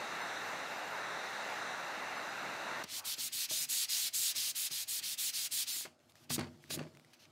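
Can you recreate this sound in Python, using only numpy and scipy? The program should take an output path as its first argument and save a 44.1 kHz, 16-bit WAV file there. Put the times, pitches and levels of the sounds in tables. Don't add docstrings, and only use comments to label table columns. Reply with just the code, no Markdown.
import sys
import numpy as np
from scipy import signal
from scipy.fft import rfft, irfft, next_fast_len
from scipy.io import wavfile
from scipy.ndimage import uniform_filter1d, map_coordinates

SR = 44100
rng = np.random.default_rng(int(sys.argv[2]) if len(sys.argv) > 2 else 0)


def invert_db(x):
    u = np.asarray(x, float) / 20
    return 10 ** u


def store_pcm(level_fs):
    pcm = np.round(np.clip(level_fs, -1, 1) * 32767).astype(np.int16)
    wavfile.write(sys.argv[1], SR, np.atleast_2d(pcm).T)


N = 322529
TIME = np.arange(N) / SR
GUN_END_S, SECOND_CHANGE_S = 2.833, 6.0
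# (start [s], stop [s], scrape level [dB], fizz above scrape [dB])
STROKES = [(2.905, 3.002, -43.5, 0), (3.048, 3.148, -42.5, 1.5), (3.183, 3.287, -42.5, 2.5),
           (3.324, 3.46, -41, 1), (3.495, 3.653, -40, 1.5), (3.69, 3.853, -39, 3), (3.892, 4.089, -38, 0.5),
           (4.136, 4.323, -39, 3), (4.354, 4.516, -38.7, -0.5), (4.553, 4.682, -42.5, 5),
           (4.71, 4.841, -41.7, -0.1), (4.879, 5.001, -42.7, 4), (5.029, 5.149, -42, 0.2),
           (5.18, 5.307, -41, 3.5), (5.336, 5.475, -41, 0.7), (5.514, 5.641, -40.5, 3.5),
           (5.672, 5.849, -43, 2)]
# (start [s], stop [s], scrape level [dB], fizz above scrape [dB])
WIPES = [
    (6.296, 6.363, -40.5, 1.8),
    (6.688, 6.762, -44, .8),
]


def unit(x):
    return x / np.sqrt(np.mean(x ** 2) + 1e-20)


def along(points, hz):
    f, v = np.transpose(points)
    return np.interp(np.log(hz + 1), np.log(f + 1), v)


def curves(rows):
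    s, *columns = np.transpose(rows)
    return [np.interp(TIME, s, column) for column in columns]


def held_db(start, stop, rise_db_s, fall_db_s):
    rising = rise_db_s * (TIME - start)
    falling = fall_db_s * (stop - TIME)
    return np.minimum(0, np.minimum(rising, falling))


def wobble(rate, size=N):
    coarse = np.arange(0, size / SR + .01, .002)
    knots = rng.standard_normal(int(size * rate / SR) + 5)
    return np.interp(TIME[:size], coarse, map_coordinates(knots, [coarse * rate]))


def filtered(x, response):
    m = next_fast_len(N + SR // 2, True)
    return irfft(rfft(x, m) * response(np.fft.rfftfreq(m, 1 / SR)), m)[..., :N]


def resonance(hz, centre, width):
    damping = 1j * hz * width
    return damping / (centre * centre - hz * hz + damping)


def rush(spectrum, patchy_db, grain_db=0):
    white = rng.standard_normal(N) * invert_db(grain_db * rng.standard_normal(N))
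    z = signal.stft(white, nperseg=512)[2]
    field = uniform_filter1d(rng.standard_normal(z.shape), 6, 0)
    field = uniform_filter1d(field, 10, 1)
    patched = signal.istft(z * invert_db(patchy_db * unit(field)), nperseg=512)[1][:N]
    shape = [(10, -120)] + list(spectrum) + [(21000, -120)]
    return unit(filtered(patched, lambda hz: invert_db(along(shape, hz))))


def shop_hum():
    # (frequency [Hz], density [dB per Hz])
    hum = [(18, -55), (30, -19), (69, 6), (91, 9.5), (161, -8), (203, 4.5), (256, 8), (447, -5), (546, 1),
           (608, 4), (868, 0), (937, -10), (1200, -1), (1560, -9), (2640, -120)]
    return invert_db(-71.0) * rush(hum, 1.8) * (TIME > GUN_END_S)


def shop_rustle():
    # (frequency [Hz], density [dB per Hz])
    hush = [(350, -30), (600, -8), (789, -32), (930, -2), (1020, -9), (4490, -10), (14800, -24),
            (15800, -37)]
    quiet = (TIME > GUN_END_S) * invert_db(np.where(TIME < SECOND_CHANGE_S, -8, 0))
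    level_db = -72.5 + wobble(3) + 1.1 * wobble(46)
    return quiet * invert_db(level_db) * rush(hush, 2.0, 4.2)


def shop_reverberation(x):
    # (frequency [Hz], t60 [s])
    decay = [(200, 1), (2000, 0.17), (5000, 0.4), (12000, 0.24)]
    hz, t, z = signal.stft(rng.standard_normal(SR // 2), SR, nperseg=256)
    fading = invert_db(-60 * t / along(decay, hz)[:, None])
    tail = signal.istft(z * fading, SR, nperseg=256)[1]
    delayed = np.pad(x, (300, 0))
    return signal.fftconvolve(delayed, tail / np.linalg.norm(tail))[:N]


def glove_ticks():
    # (time [s], peak level [dB], pitch [Hz], t60 [s])
    ticks = [(2.841, -34, 1370, 0.0065), (5.8094, -36, 4470, 0.0081), (5.856, -38, 2030, 0.0072),
             (5.992, -60, 3580, 0.006), (6.0965, -54, 3600, 0.008), (6.121, -52, 4420, 0.0066),
             (6.155, -47, 1820, 0.007), (6.3634, -39, 1000, 0.008), (6.394, -31.5, 4400, 0.011),
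             (6.6399, -42, 1880, 0.0048), (6.787, -40, 1910, 0.0062), (6.9491, -56, 2070, 0.017),
             (6.9715, -44, 2400, 0.004), (6.997, -49, 2120, 0.0064), (7.047, -55, 2000, 0.015),
             (7.1336, -51, 1670, 0.015), (7.254, -47, 2320, 0.005)]
    out, t = np.zeros(N + SR), np.arange(SR // 20) / SR
    for s, db, hz, t60 in ticks:
        rough = 1 + 2.2 * uniform_filter1d(rng.standard_normal(len(t)), size=4)
        envelope = invert_db(db + 1 - 60 * t / t60) * (1 - np.exp(-t / 0.00031))
        out[round(s * SR):][:len(t)] += envelope * np.sin(2 * np.pi * hz * t) * rough
    return out[:N]


def board(hz):
    # (frequency [Hz], level [dB], t60 [s])
    top = [(92, -2, 0.67), (153, -5.5, 0.5), (243, -2, 0.55), (347, -6.5, 0.6), (624, -7.5, 0.12)]
    modes = [(c, 2.75 / t60, db) for c, db, t60 in top]
    modes += [(324, 29, -22.0), (629, 7.2, -1.5), (447, 1900, -16.0)]  # (frequency [Hz], width [Hz], level [dB])
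    return sum((-1) ** k * invert_db(db) * resonance(hz, c, w) for k, (c, w, db) in enumerate(modes))


def table_knocks():
    # (time [s], peak level [dB], crack level [dB], centre of the blow [Hz])
    knocks = [(2.841, -46, 3.5, 780), (3.181, -46, -7, 233), (3.51, -35, -11, 620),
              (3.604, -47.5, -12, 152), (4.353, -47, -15, 790), (4.478, -50, -17, 624),
              (4.708, -47, -7, 156), (5.01, -58, -2, 250), (5.503, -57, -16, 336), (5.763, -53, -4, 298),
              (5.852, -40.5, 0.5, 395), (6.304, -28, -7.5, 178), (6.381, -25, -14, 270),
              (6.39, -24, -7.5, 230), (6.409, -35, -1, 267), (6.429, -34, -8.5, 256),
              (6.444, -37, -10, 156), (6.468, -36, -13.5, 247), (6.703, -37.5, -6, 240),
              (6.74, -40, -10, 725), (6.774, -28, -23, 280), (6.791, -37.5, -0.5, 156),
              (6.806, -33, -25, 563), (6.813, -29, -20, 332), (6.826, -37.5, -9, 600),
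              (6.85, -44, -12, 620), (6.868, -41, -11, 300)]
    # (frequency [Hz], width [Hz], level [dB])
    clamp = (4500, 200, -15)
    crack_t60_s, rattle_db = .095, 3.5
    blows, cracks, t = np.zeros(N + SR), np.zeros(N + SR), np.arange(SR // 10) / SR
    for s, db, crack_db, hz in knocks:
        u = 2 * np.pi * hz * t
        force = np.sin(u) * np.exp(-.3 * u)
        blows[round(s * SR):][:len(t)] += invert_db(db + 17) * force
        lumpy = np.repeat(rng.standard_normal(len(t) // 90 + 1), 90)[:len(t)]
        level_db = db + crack_db - 60 * t / crack_t60_s + rattle_db * lumpy - 4.0
        cracks[round(s * SR):][:len(t)] += invert_db(level_db) * rng.standard_normal(len(t))
    c, w, db = clamp
    wood = [(250, 11.5), (600, 8.5), (1100, 8), (2500, 4.5), (4500, -5.5), (8000, -11.5), (15000, -40)]
    crack = filtered(cracks[:N], lambda hz: invert_db(along(wood, hz)) + invert_db(db + 16) * resonance(hz, c, w))
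    return filtered(blows[:N], board) + crack


def table_shaking():
    push_jolt_db, pull_jolt_db, wipe_shake_db = -65, -70, -50.5
    lag_s, rise_db_s, fall_db_s = 0.022, 596, 196
    lumps = rush([(60, -16), (100, 4.5), (400, -6), (900, -26), (2000, -48)], 1.8) * invert_db(3.5 * wobble(45))
    moves = []
    for k, (start, *_) in enumerate(STROKES):
        jolt_db = pull_jolt_db if k % 2 else push_jolt_db
        moves.append(jolt_db + held_db(start + lag_s, start + lag_s, rise_db_s, fall_db_s))
    for start, stop, *_ in WIPES:
        moves.append(wipe_shake_db + held_db(start + lag_s, stop + .09, rise_db_s, 192))
    sanding_db = -72.5 + held_db(0, STROKES[-1][1], 1, fall_db_s)
    resting_db = -69.5
    steady_db = np.where(TIME > SECOND_CHANGE_S, resting_db, sanding_db)
    push = invert_db(np.max(moves, axis=0)) + invert_db(steady_db)
    return push * unit(filtered(lumps, board)) * (TIME > GUN_END_S)


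def gun():
    # (time [s], rotation rate [Hz])
    shaft_rate = [(0, 221.0), (.4, 221.0), (.9, 221.25), (1.6, 221.2), (1.9, 221.7), (2.4, 221.35),
                  (2.84, 221.5)]
    # (multiple of the shaft rate [1], rms level [dB])
    harmonics = [(4, -64), (12, -68), (15, -80), (20, -79), (25, -75), (30, -83), (35, -82), (39, -84),
                 (43, -85), (45, -82), (46, -86), (47, -84), (48, -89), (49, -83), (50, -83), (51, -85),
                 (52, -87), (53, -82), (54, -87), (55, -79), (56, -84), (58, -83), (59, -79), (60, -82),
                 (61, -81), (62, -87), (63, -90), (65, -90), (67, -93), (70, -87)]
    # (frequency [Hz], density [dB per Hz])
    barrel = [(35, -62), (60, -20.5), (129, -13.5), (339, -9), (449, -8), (596, -2), (860, 2), (966, 0.5),
              (1390, 0.5), (2040, -6.5), (2450, -13), (2750, -7.5), (3200, -22), (4160, -36), (7040, -120)]
    # (frequency [Hz], density [dB per Hz])
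    jet = [(1880, -38), (3200, -6), (3810, .5), (4650, -11), (5200, -8), (5500, -11), (5960, -6),
           (6630, -13), (7250, -11), (8260, -18), (9300, -17), (9960, -23), (13300, -28), (15800, -34)]
    # (from [s], to [s], facing [dB])
    waving = [(0, .04, 6), (.15, .22, 6), (.45, .52, 7.5), (.7, .79, 9), (.9, .94, 9), (1.29, 1.29, 8),
              (1.48, 1.57, 9), (1.79, 2.66, 5.5), (2.78, 2.83, 8)]
    roar_db, jet_db = -41, -52
    upper_swing, lower_swing = 1.25, .4
    turn_db_s = 90
    bounce_s, bounce_shortens, bounce_db = .00046, .024, -9
    n = round(GUN_END_S * SR)
    rest = (0, N - n)
    shaft = curves(shaft_rate)[0][:n] + .05 * wobble(8, size=n)
    turn = 2 * np.pi * np.cumsum(shaft) / SR
    facings = [db + held_db(a, b, turn_db_s, turn_db_s)[:n] for a, b, db in waving]
    facing_db = np.max(facings, axis=0).clip(0)
    lean_db = facing_db - facing_db.mean()
    whine = np.zeros(n)
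    for k, db in harmonics:
        swing_db = 0
        if 57 < k < 64:
            swing_db = upper_swing * lean_db - 1
        elif 43 < k < 55:
            swing_db = lower_swing * lean_db - 1
        level_db = db + 2.5 + swing_db + 2 * wobble(4, size=n)
        whine += invert_db(level_db) * np.sin(k * turn + rng.uniform(0, 7))
    roar = rush(barrel, patchy_db=0.9)
    air = invert_db(roar_db + .3 * wobble(9)) * roar
    air += invert_db(jet_db + 1.2 * wobble(2.1)) * rush(jet, patchy_db=0.5)
    slow_lean_db = np.pad(uniform_filter1d(lean_db, size=SR // 6), rest)
    lag = bounce_s * (1 - bounce_shortens * slow_lean_db)
    air = air + invert_db(bounce_db) * np.interp(TIME - lag, TIME, uniform_filter1d(air, size=5))
    on = np.clip((GUN_END_S - TIME) / 0.0051, 0, 1)
    running_down_db = -57 + held_db(3, 3.12, 80, 87) + 3 * wobble(29.9)
    dying = (1 - on) * invert_db(running_down_db)
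    return (air + np.pad(whine, rest)) * on + dying * roar


def rubbing():
    # (start [s], stop [s],
    # scrape level [dB], fizz above scrape [dB])
    brushes = [(2.84, 2.842, -39, 1.5), (6.092, 6.117, -75, 4), (6.151, 6.25, -71.5, -3),
               (6.62, 6.665, -72, -1), (6.672, 6.696, -70, -4), (7.134, 7.152, -61.5, -4),
               (7.194, 7.259, -64.5, -9.5)]
    # (frequency [Hz], density [dB per Hz])
    drag_spectrum = [(150, -52), (400, -22), (700, -10), (1100, -7.5), (1500, -2), (2000, 2.5), (2600, 6),
                     (3300, 0.5), (4500, -36)]
    # (frequency [Hz], density [dB per Hz])
    scrape_spectrum = [(1500, -45), (2400, -15), (3100, -4), (4200, .5), (5200, -1), (6200, -3),
                       (7500, -20), (10000, -50)]
    # (frequency [Hz], density [dB per Hz])
    fizz_spectrum = [(3500, -47), (5000, -65.5), (6500, 3.5), (8500, 1.5), (10000, -2), (13000, -30)]
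    # (frequency [Hz], density [dB per Hz])
    airy_spectrum = [(6500, -44), (8800, -7.5), (10400, -4), (13800, -4.5), (15700, -8.5), (16000, -60)]
    # (scrape [dB], fizz [dB])
    push_grows, pull_grows, wipe_grows, brush_grows = (-2.2, 0.15), (2.2, -.2), (.8, 5.5), (-1.7, -1.2)
    push_rise_s, pull_rise_s = .0068, .0046
    strokes, wipes = len(STROKES), len(WIPES)
    rise = [.018] + [pull_rise_s, push_rise_s] * (strokes // 2)
    rise += [.0015] * wipes + [.003] * len(brushes)
    fall = [.0055] * (strokes - 1) + [.018]
    fall += [.005] * wipes + [.004] * len(brushes)
    grows = ([push_grows, pull_grows] * strokes)[:strokes]
    grows += [wipe_grows] * wipes + [brush_grows] * len(brushes)
    speed, knots = np.zeros(N), []
    for (start, stop, db, bright_db), up, down, grow in zip(STROKES + WIPES + brushes, rise, fall, grows):
        middle, half = np.array([db, db + bright_db]), np.array(grow) / 2
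        edge = np.minimum((TIME - start) / up + 0.23, (stop - TIME) / down + 0.35)
        speed = np.maximum(speed, .5 + .5 * np.tanh(edge / 2))
        knots.append((.75 * start + .25 * stop, *(middle - half)))
        knots.append((.25 * start + .75 * stop, *(middle + half)))
    scrape_db, fizz_db = curves(sorted(knots))
    speed = speed + 0.005 * (TIME > GUN_END_S) * (TIME < STROKES[-1][1])
    catch = wobble(32)
    drag_db = np.minimum(-52.5 + 0.55 * (scrape_db + 40.5), scrape_db - 4)
    drag = invert_db(drag_db + 1.4 * wobble(30)) * speed ** 0.51 * rush(drag_spectrum, 0.39, 2.5)
    scrape_db = scrape_db + 0.13 * catch + 0.2 * wobble(33)
    scrape = invert_db(scrape_db) * speed ** 1.29 * rush(scrape_spectrum, 1.2, 4.5)
    fizz = invert_db(fizz_db - 3.5 + 0.65 * catch) * speed ** 1.88 * rush(fizz_spectrum, 1.6, 0.57)
    airy = invert_db(fizz_db - 3.5 + .3 * wobble(15)) * speed ** 2.3 * rush(airy_spectrum, 1.1, 2.2)
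    return drag + scrape + fizz + airy


def scene():
    hand = rubbing() + table_knocks() + table_shaking() + shop_hum() + glove_ticks() + shop_rustle()
    mono = gun() + hand + invert_db(-20) * shop_reverberation(hand)
    return np.array([mono, mono])


def scattered(x):
    # (low edge [Hz], high edge [Hz], share of moments [1])
    bands = [(4100, 5300, .035), (5300, 7700, .015), (7000, 9500, .025), (11000, 13500, .04),
             (13500, 15800, .02)]
    hz, t, z = signal.stft(x, SR, nperseg=2048)
    loud = t < STROKES[-1][1]
    for low, high, share in bands:
        inside = ((hz > low) & (hz < high))[:, None]
        chosen = (rng.random(len(t)) < share) & loud
        allowed = (t > GUN_END_S) | (high < 10000)
        cell = inside & chosen & allowed
        z[:, cell] *= 1.5 * np.exp(2j * np.pi * rng.random((2, cell.sum())))
    return signal.istft(z, SR, nperseg=2048)[1][:, :N]


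def band_limit(x):
    return signal.sosfilt(signal.butter(12, 16530, fs=SR, output="sos"), x)


def record(dry):
    hiss = invert_db(-84) * rng.standard_normal(dry.shape) * (TIME > SECOND_CHANGE_S)
    x = scattered(dry) + hiss
    x = filtered(x, lambda hz: (1j * hz / (72 + 1j * hz)) ** 3 * (hz < 15780))
    return band_limit(x)


dry = scene()
out = record(dry)
store_pcm(out)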